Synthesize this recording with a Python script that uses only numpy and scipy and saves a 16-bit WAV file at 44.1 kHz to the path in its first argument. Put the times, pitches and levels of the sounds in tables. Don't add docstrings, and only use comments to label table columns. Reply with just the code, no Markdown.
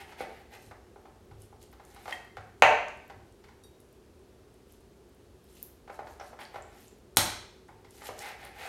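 import sys
import numpy as np
from scipy import signal
from scipy.fft import rfft, irfft, next_fast_len
from scipy.io import wavfile

SR = 44100
rng = np.random.default_rng(int(sys.argv[2]) if len(sys.argv) > 2 else 0)


def to_wav(s):
    ch = np.atleast_2d(s).T
    pcm = np.round(np.clip(ch, -1, 1) * 32767)
    wavfile.write(sys.argv[1], SR, pcm.astype(np.int16))


N = 382788
TIME = np.arange(N) / SR
SLAP_S, CUTOFF_HZ = 7.1702, 15900

# (frequency [Hz], relative density [dB])
AIR_SPECTRUM = [(15, -43), (25, -18.5), (59, 0.5), (169, -12), (233, -7.5), (331, -14.5), (359, -3),
                (433, -10.5), (666, -18), (1170, -24), (2170, -30), (2560, -30), (4150, -32), (11500, -38),
                (15500, -45)]
SAW_SPECTRUM = [(200, -28), (420, -10.5), (680, -4.5), (820, 4), (1000, -11), (1250, -11.5), (1550, -5.5),
                (2050, -3.5), (2450, -7), (2850, -12), (4000, -14.5), (8000, -32), (12000, -33.5)]
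SQUELCH_SPECTRUM = [(1500, 4.5), (3000, -2.5), (5000, -4), (8000, -4), (12500, -5), (14000, -9),
                    (15800, -36)]
KNOCK_SPECTRUM = [(120, -32.5), (250, -16), (400, -3.5), (560, 3.5), (680, 6), (820, 6), (1000, -4.5),
                  (1300, -3.5), (1700, -4.5), (2100, -16.5), (2900, -17.5), (4500, -26.5), (12000, -44),
                  (16000, -52)]
SKID_SPECTRUM = [(200, -22), (400, -5.5), (560, -4), (700, 0.5), (830, 6.5), (1100, -2), (1550, -3),
                 (1800, -7), (2150, -5), (2600, -14.5), (4500, -19), (12000, -38)]
CHOP_SPECTRUM = [(90, -42.5), (150, -27.5), (350, -21), (600, -3.5), (800, -1.5), (1250, -14),
                 (1850, -11.5), (2650, -10.5), (3500, -28.5), (4200, -28.5), (5300, -42), (6200, -29.5),
                 (8000, -42), (15000, -51.5)]
SLAP_SPECTRUM = [(60, -6), (125, -0.5), (190, 0), (280, -5), (480, -4), (800, 1.5), (1060, -5.5),
                 (1550, -5.5), (2400, -8), (3400, -4), (4100, -1.5), (4750, -9.5), (6500, -1.5),
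                 (12500, -5), (15500, -17)]
# (frequency [Hz], width [Hz], level [dB])
FRIDGE_BANDS = [(65, 30, -71), (368, 110, -65.5), (422, 12, -71)]
# (frequency [Hz], level [dB], T60 [s])
BOARD_MODES = [(466.6, -5, 0.2), (561, -2.5, 0.59), (603, 0, .48), (680, -3, 0.14), (792, 3.5, 0.33),
               (874, -13.5, 0.45), (994, -8, 0.61), (905, -8.5, .5), (1070, 1, 0.17), (1535, -6.5, 0.72),
               (1430, -8.5, .45), (1800, -7.5, .45), (1806, 0.5, .4), (2000, -10, 0.69), (2193, -9.5, 0.19),
               (2350, -11.5, 0.44), (2420, -3, 0.16), (2650, -11.5, 0.31)]
COUNTER_MODES = [(44.3, -44, 0.81), (76, -40.5, .55), (102.4, -35.5, 0.7), (143, -41.5, .4)]
KNIFE_MODES = [(1870, -26, .035), (2100, -31, 0.046), (2570, -36.5, 0.028), (3190, -34.5, 0.041),
               (4000, -47.5, .015)]
BLADE_MODES = [(3776, -59, 0.36), (4613, -63.5, 0.13), (5730, -58, 0.075), (8600, -63, 0.2),
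               (10200, -57, 0.082), (10510, -75, 0.27), (11860, -67.5, .3)]
# (peak time [s], level [dB], rise [s])
SAW_STROKES = [(0.005, -51, 0.047), (0.11, -59, 0.049), (0.215, -48, 0.029), (0.36, -63, 0.11),
               (0.547, -53.5, 0.029), (2.01, -65.5, 0.14), (2.1, -51, 0.018), (6.415, -49, .016),
               (6.565, -60.5, 0.049), (6.76, -67, 0.089), (8.06, -55.5, 0.066), (8.275, -47.5, 0.073),
               (8.45, -52.5, 0.057), (8.655, -46.5, 0.082)]
FINGER_SQUEEZES = [(0.65, -62, 0.084), (1.43, -61, .04), (1.63, -57, 0.021), (1.9, -64.5, 0.059),
                   (2.12, -57, .1), (4.73, -66, .05), (5.6, -59, 0.12), (5.95, -61, .035),
                   (6.12, -63, 0.06), (6.275, -59.5, 0.06), (6.44, -54.5, 0.012), (6.85, -62, 0.11),
                   (7.98, -58.5, 0.075), (8.07, -43.5, 0.021), (8.21, -49.5, 0.03)]
# (time [s], level [dB], hardness [dB/octave])
BOARD_KNOCKS = [(0.122, -48, 7), (0.2045, -26, -7.5), (0.71, -43.5, 0), (0.958, -47, -12.5),
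                (1.053, -51.5, -3.5), (1.31, -61, 0), (1.525, -55, -11), (1.727, -59, 5.5),
                (1.796, -54.5, -2), (1.962, -49, 6.5), (2.056, -37, 4), (2.079, -30.5, 0), (2.109, -37, 9),
                (2.125, -41, 7.5), (2.369, -33, 2), (3.098, -39, 1.5), (3.439, -55, 12),
                (3.484, -57.5, 4.5), (5.876, -49, 0), (5.897, -35, -3.5), (5.99, -32.5, -3.5),
                (6.069, -42, 2.5), (6.197, -42, 2), (6.209, -38, -2.5), (6.328, -43, -8), (6.389, -40.5, 2),
                (6.542, -39.5, -3), (6.558, -32, 0), (7.685, -48, -3), (7.845, -58.5, 7), (8.018, -43, 1.5),
                (8.088, -28.5, -4.5)]
# (time [s], level [dB], pitch [Hz], width [Hz])
SKIN_TICKS = [(1.42, -42, 9700, 3500), (1.628, -43, 7100, 5960), (1.728, -47, 13500, 2035),
              (1.851, -44, 8250, 5000), (1.947, -42, 9800, 3000), (2.08, -43.5, 7000, 5030),
              (2.129, -37, 6600, 4000), (2.884, -39, 5880, 2560), (3.637, -44.5, 8930, 4940),
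              (3.803, -46, 10020, 4000), (4.723, -44, 11530, 3044), (5.628, -21.5, 12940, 3530),
              (6.2, -39.5, 5700, 810), (6.416, -42.5, 3250, 390), (6.452, -37.5, 4560, 910),
              (6.623, -43.5, 7300, 923), (6.806, -46, 13100, 3020), (6.881, -45, 7060, 1013),
              (7.163, -32.5, 9100, 4320), (7.908, -42, 8070, 4000), (8.191, -29.5, 6500, 4470),
              (8.45, -37.5, 10900, 2480)]
# (time [s], level against the slap's thud [dB])
MEAT_SHOVES = [(0.664, -16.5), (1.308, -12.5), (1.375, -18), (2.378, -13), (2.633, -8), (3.152, -17.5),
               (5.99, -25), (6.551, -20), (7.7, -19), (8.09, -22)]
# (time [s], level [dB])
CHOP_HITS = [(2.6220, 3), (2.6264, -7.5), (2.6286, -6.5), (2.6350, -13.5)]
# (frequency [Hz], T60 [s])
KITCHEN_T60 = [(100, 0.57), (600, 0.55), (2500, .62), (5000, 0.6), (9000, .42), (15000, 0.29)]


def from_db(db):
    return 10 ** (np.asarray(db) / 20)


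def rms_one(x):
    return x / np.sqrt(np.mean(x ** 2) + 1e-20)


def at_hz(points, hz):
    f, value = np.transpose(points)
    return np.interp(np.log(np.maximum(hz, 1)), np.log(f), value)


def add(out, time_s, sound):
    start = int(round(time_s * SR))
    out[start:start + len(sound)] += sound[:N - start]


def strokes(rows, release_share=0.63):
    gain = np.zeros(N)
    for time_s, db, rise_s in rows:
        width_s = np.where(TIME < time_s, rise_s, release_share * rise_s)
        gain += from_db(db) * np.exp(-((TIME - time_s) / width_s) ** 2)
    return gain


def coloured(x, spectrum):
    size = next_fast_len(N)
    gain = from_db(at_hz(spectrum, np.fft.rfftfreq(size, 1 / SR)))
    return rms_one(irfft(rfft(x, size) * gain, size)[:N])


def impact(spectrum, tilt_db=0, spread_s=0, size=4096):
    hz = np.fft.rfftfreq(size, 1 / SR)
    octaves = np.log2(np.clip(hz, 200, 4000) / 1000)
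    cepstrum = irfft(np.log(from_db(at_hz(spectrum, hz) + tilt_db * octaves)))
    cepstrum[1:size // 2] *= 2
    cepstrum[size // 2 + 1:] = 0
    lag_rad = 4 * np.pi * spread_s * np.sqrt(1000 * hz)
    pulse = irfft(np.exp(rfft(cepstrum) - 1j * lag_rad))[:size // 2]
    return pulse / np.abs(pulse).max()


def ringing(modes):
    t = TIME[:SR]
    return sum((-1) ** k * from_db(db - 60 * t / t60_s) * np.sin(2 * np.pi * hz * t)
               for k, (hz, db, t60_s) in enumerate(modes))


def resonance(x, hz, width_hz):
    r = np.exp(-np.pi * width_hz / SR)
    return signal.lfilter([1, 0, -1], [1, -2 * r * np.cos(2 * np.pi * hz / SR), r * r], x)


def burst(decay_s, size=2048):
    spray, fade = rng.standard_normal(size), np.exp(-TIME[:size] / decay_s)
    for _ in range(3):
        phase_rad = np.angle(rfft(spray * np.sqrt(fade)))
        spray = irfft(np.exp(1j * phase_rad))
    return spray * fade / np.linalg.norm(spray * fade)


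def grains(per_s, spread_db):
    sizes = from_db(spread_db * np.minimum(rng.exponential(1, N), 4))
    return (rng.random(N) < per_s / SR) * sizes * rng.choice([-1, 1], N)


def fridge_and_air(fridge_db, air_db):
    drone = sum(from_db(db) * rms_one(resonance(rng.standard_normal(N), hz, width_hz))
                for hz, width_hz, db in FRIDGE_BANDS)
    drone = signal.sosfilt(signal.butter(4, 520, fs=SR, output="sos"), drone)
    air = coloured(rng.standard_normal(N), AIR_SPECTRUM)
    return from_db(air_db) * air + from_db(fridge_db) * drone


def sawing(gain_db):
    tearing = coloured(grains(per_s=3500, spread_db=2.5), SAW_SPECTRUM)
    return from_db(gain_db) * strokes(SAW_STROKES) * tearing


def squelch(gain_db, blade_db):
    bubbles = sum(resonance(grains(per_s=260, spread_db=3.5), hz, width_hz=700)
                  for hz in np.linspace(3000, 15000, 12))
    pressure = from_db(blade_db) * strokes(SAW_STROKES) + strokes(FINGER_SQUEEZES)
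    return from_db(gain_db) * pressure * coloured(bubbles, SQUELCH_SPECTRUM)


def knocks(gain_db, ring_db, skid_s, grip_s, bite_db, skid_per_db):
    out, ring, board = np.zeros(N), np.zeros(N), ringing(BOARD_MODES)
    for time_s, db, hardness_db in BOARD_KNOCKS:
        pulse = from_db(db + gain_db) * impact(KNOCK_SPECTRUM, hardness_db, spread_s=0.0017)
        skid = signal.fftconvolve(impact(SKID_SPECTRUM, hardness_db / 2), burst(skid_s))
        skid *= 1 - np.exp(-TIME[:len(skid)] / grip_s)
        skid *= np.linalg.norm(pulse) / np.linalg.norm(skid)
        add(out, time_s, pulse)
        add(out, time_s, from_db(skid_per_db * (bite_db - db)) * skid)
        add(ring, time_s, from_db(db + ring_db) * board)
    return out, ring


def faint_ticks(per_s=4, db=-55, spread_db=3, hz=10000, spread_octaves=0.3, width_hz=3200):
    count = int(per_s * TIME[-1])
    times_s = (np.arange(count) + rng.random(count)) * TIME[-1] / count
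    return [(time_s, db + spread_db * size, min(hz * 2 ** (spread_octaves * pitch), CUTOFF_HZ), width_hz)
            for time_s, (size, pitch) in zip(times_s, rng.standard_normal((count, 2)))]


def ticks(gain_db):
    out = np.zeros(N)
    for time_s, db, hz, width_hz in SKIN_TICKS + faint_ticks():
        snap = resonance(burst(decay_s=0.002), hz, width_hz)
        snap = resonance(snap, hz, 2 * width_hz)
        add(out, time_s, from_db(db + gain_db) * snap / np.abs(snap).max())
    return out


def counter_thuds():
    out, thud = np.zeros(N), ringing(COUNTER_MODES)
    for time_s, db in MEAT_SHOVES:
        add(out, time_s, from_db(db) * thud)
    add(out, SLAP_S, thud)
    return out


def knife_on_bone(snap_s, ping_s, chatter_db):
    out, ring = np.zeros(N), ringing(KNIFE_MODES)
    add(out, snap_s, ring)
    add(out, snap_s, from_db(chatter_db) * signal.fftconvolve(ring, burst(decay_s=0.025)))
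    add(out, ping_s, ringing(BLADE_MODES))
    return out


def chop(ring_db, crack_db):
    out, ring = np.zeros(N), np.zeros(N)
    pulse = impact(CHOP_SPECTRUM, tilt_db=0.8, spread_s=0.0014)
    for time_s, db in CHOP_HITS:
        add(out, time_s, from_db(db) * pulse)
    landing_s = CHOP_HITS[0][0]
    add(out, landing_s, from_db(crack_db) * burst(decay_s=0.001))
    add(ring, landing_s, from_db(ring_db) * ringing(BOARD_MODES))
    return out, ring


def slap(energy_db, splash_db):
    out = np.zeros(N)
    outflow = burst(decay_s=0.0038) + from_db(splash_db) * burst(decay_s=0.079)
    smack = signal.fftconvolve(impact(SLAP_SPECTRUM), outflow)
    add(out, SLAP_S, from_db(energy_db) * smack / np.linalg.norm(smack))
    return out


def kitchen(x, wet_db, build_s, treble_db):
    t, tail = TIME[:SR], 0
    hz = np.fft.rfftfreq(SR, 1 / SR)
    white = rfft(rng.standard_normal(SR))
    edges_hz = np.geomspace(60, 17000, 41)
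    for low_hz, high_hz in zip(edges_hz, edges_hz[1:]):
        centre_hz = np.sqrt(low_hz * high_hz)
        band = irfft(white * ((hz >= low_hz) & (hz < high_hz)), SR)
        band *= from_db(-60 * t / at_hz(KITCHEN_T60, centre_hz)) * (1 - np.exp(-t / build_s))
        share = np.sqrt(2 * (high_hz - low_hz) / SR) * from_db(treble_db * centre_hz / CUTOFF_HZ)
        tail = tail + share * band / np.linalg.norm(band)
    return from_db(wet_db) * signal.fftconvolve(x, tail)[:N]


def scene():
    blow, blow_ring = chop(ring_db=-25, crack_db=-22.5)
    taps, tap_ring = knocks(gain_db=1, ring_db=-29.5, skid_s=0.012, grip_s=0.0058,
                            bite_db=-36.5, skid_per_db=0.5653)
    loud = blow + slap(energy_db=11, splash_db=-12.5)
    small = taps + ticks(gain_db=-1) + sawing(gain_db=3) + squelch(gain_db=-3.5, blade_db=-4.5)
    knife = knife_on_bone(snap_s=2.125, ping_s=3.637, chatter_db=-5)
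    to_walls = loud + from_db(-1) * small + from_db(-7.5) * knife
    room = kitchen(to_walls, wet_db=2.5, build_s=0.0013, treble_db=-10)
    direct = loud + small + knife + blow_ring + tap_ring + counter_thuds()
    return (direct + room + fridge_and_air(fridge_db=0.5, air_db=-57.5))[None]


def record(dry):
    thin = signal.sosfilt(signal.butter(2, 32, "high", fs=SR, output="sos"), dry)
    return signal.sosfilt(signal.ellip(10, 0.1, 80, CUTOFF_HZ, fs=SR, output="sos"), np.tanh(thin))


dry = scene()
out = record(dry)
to_wav(out)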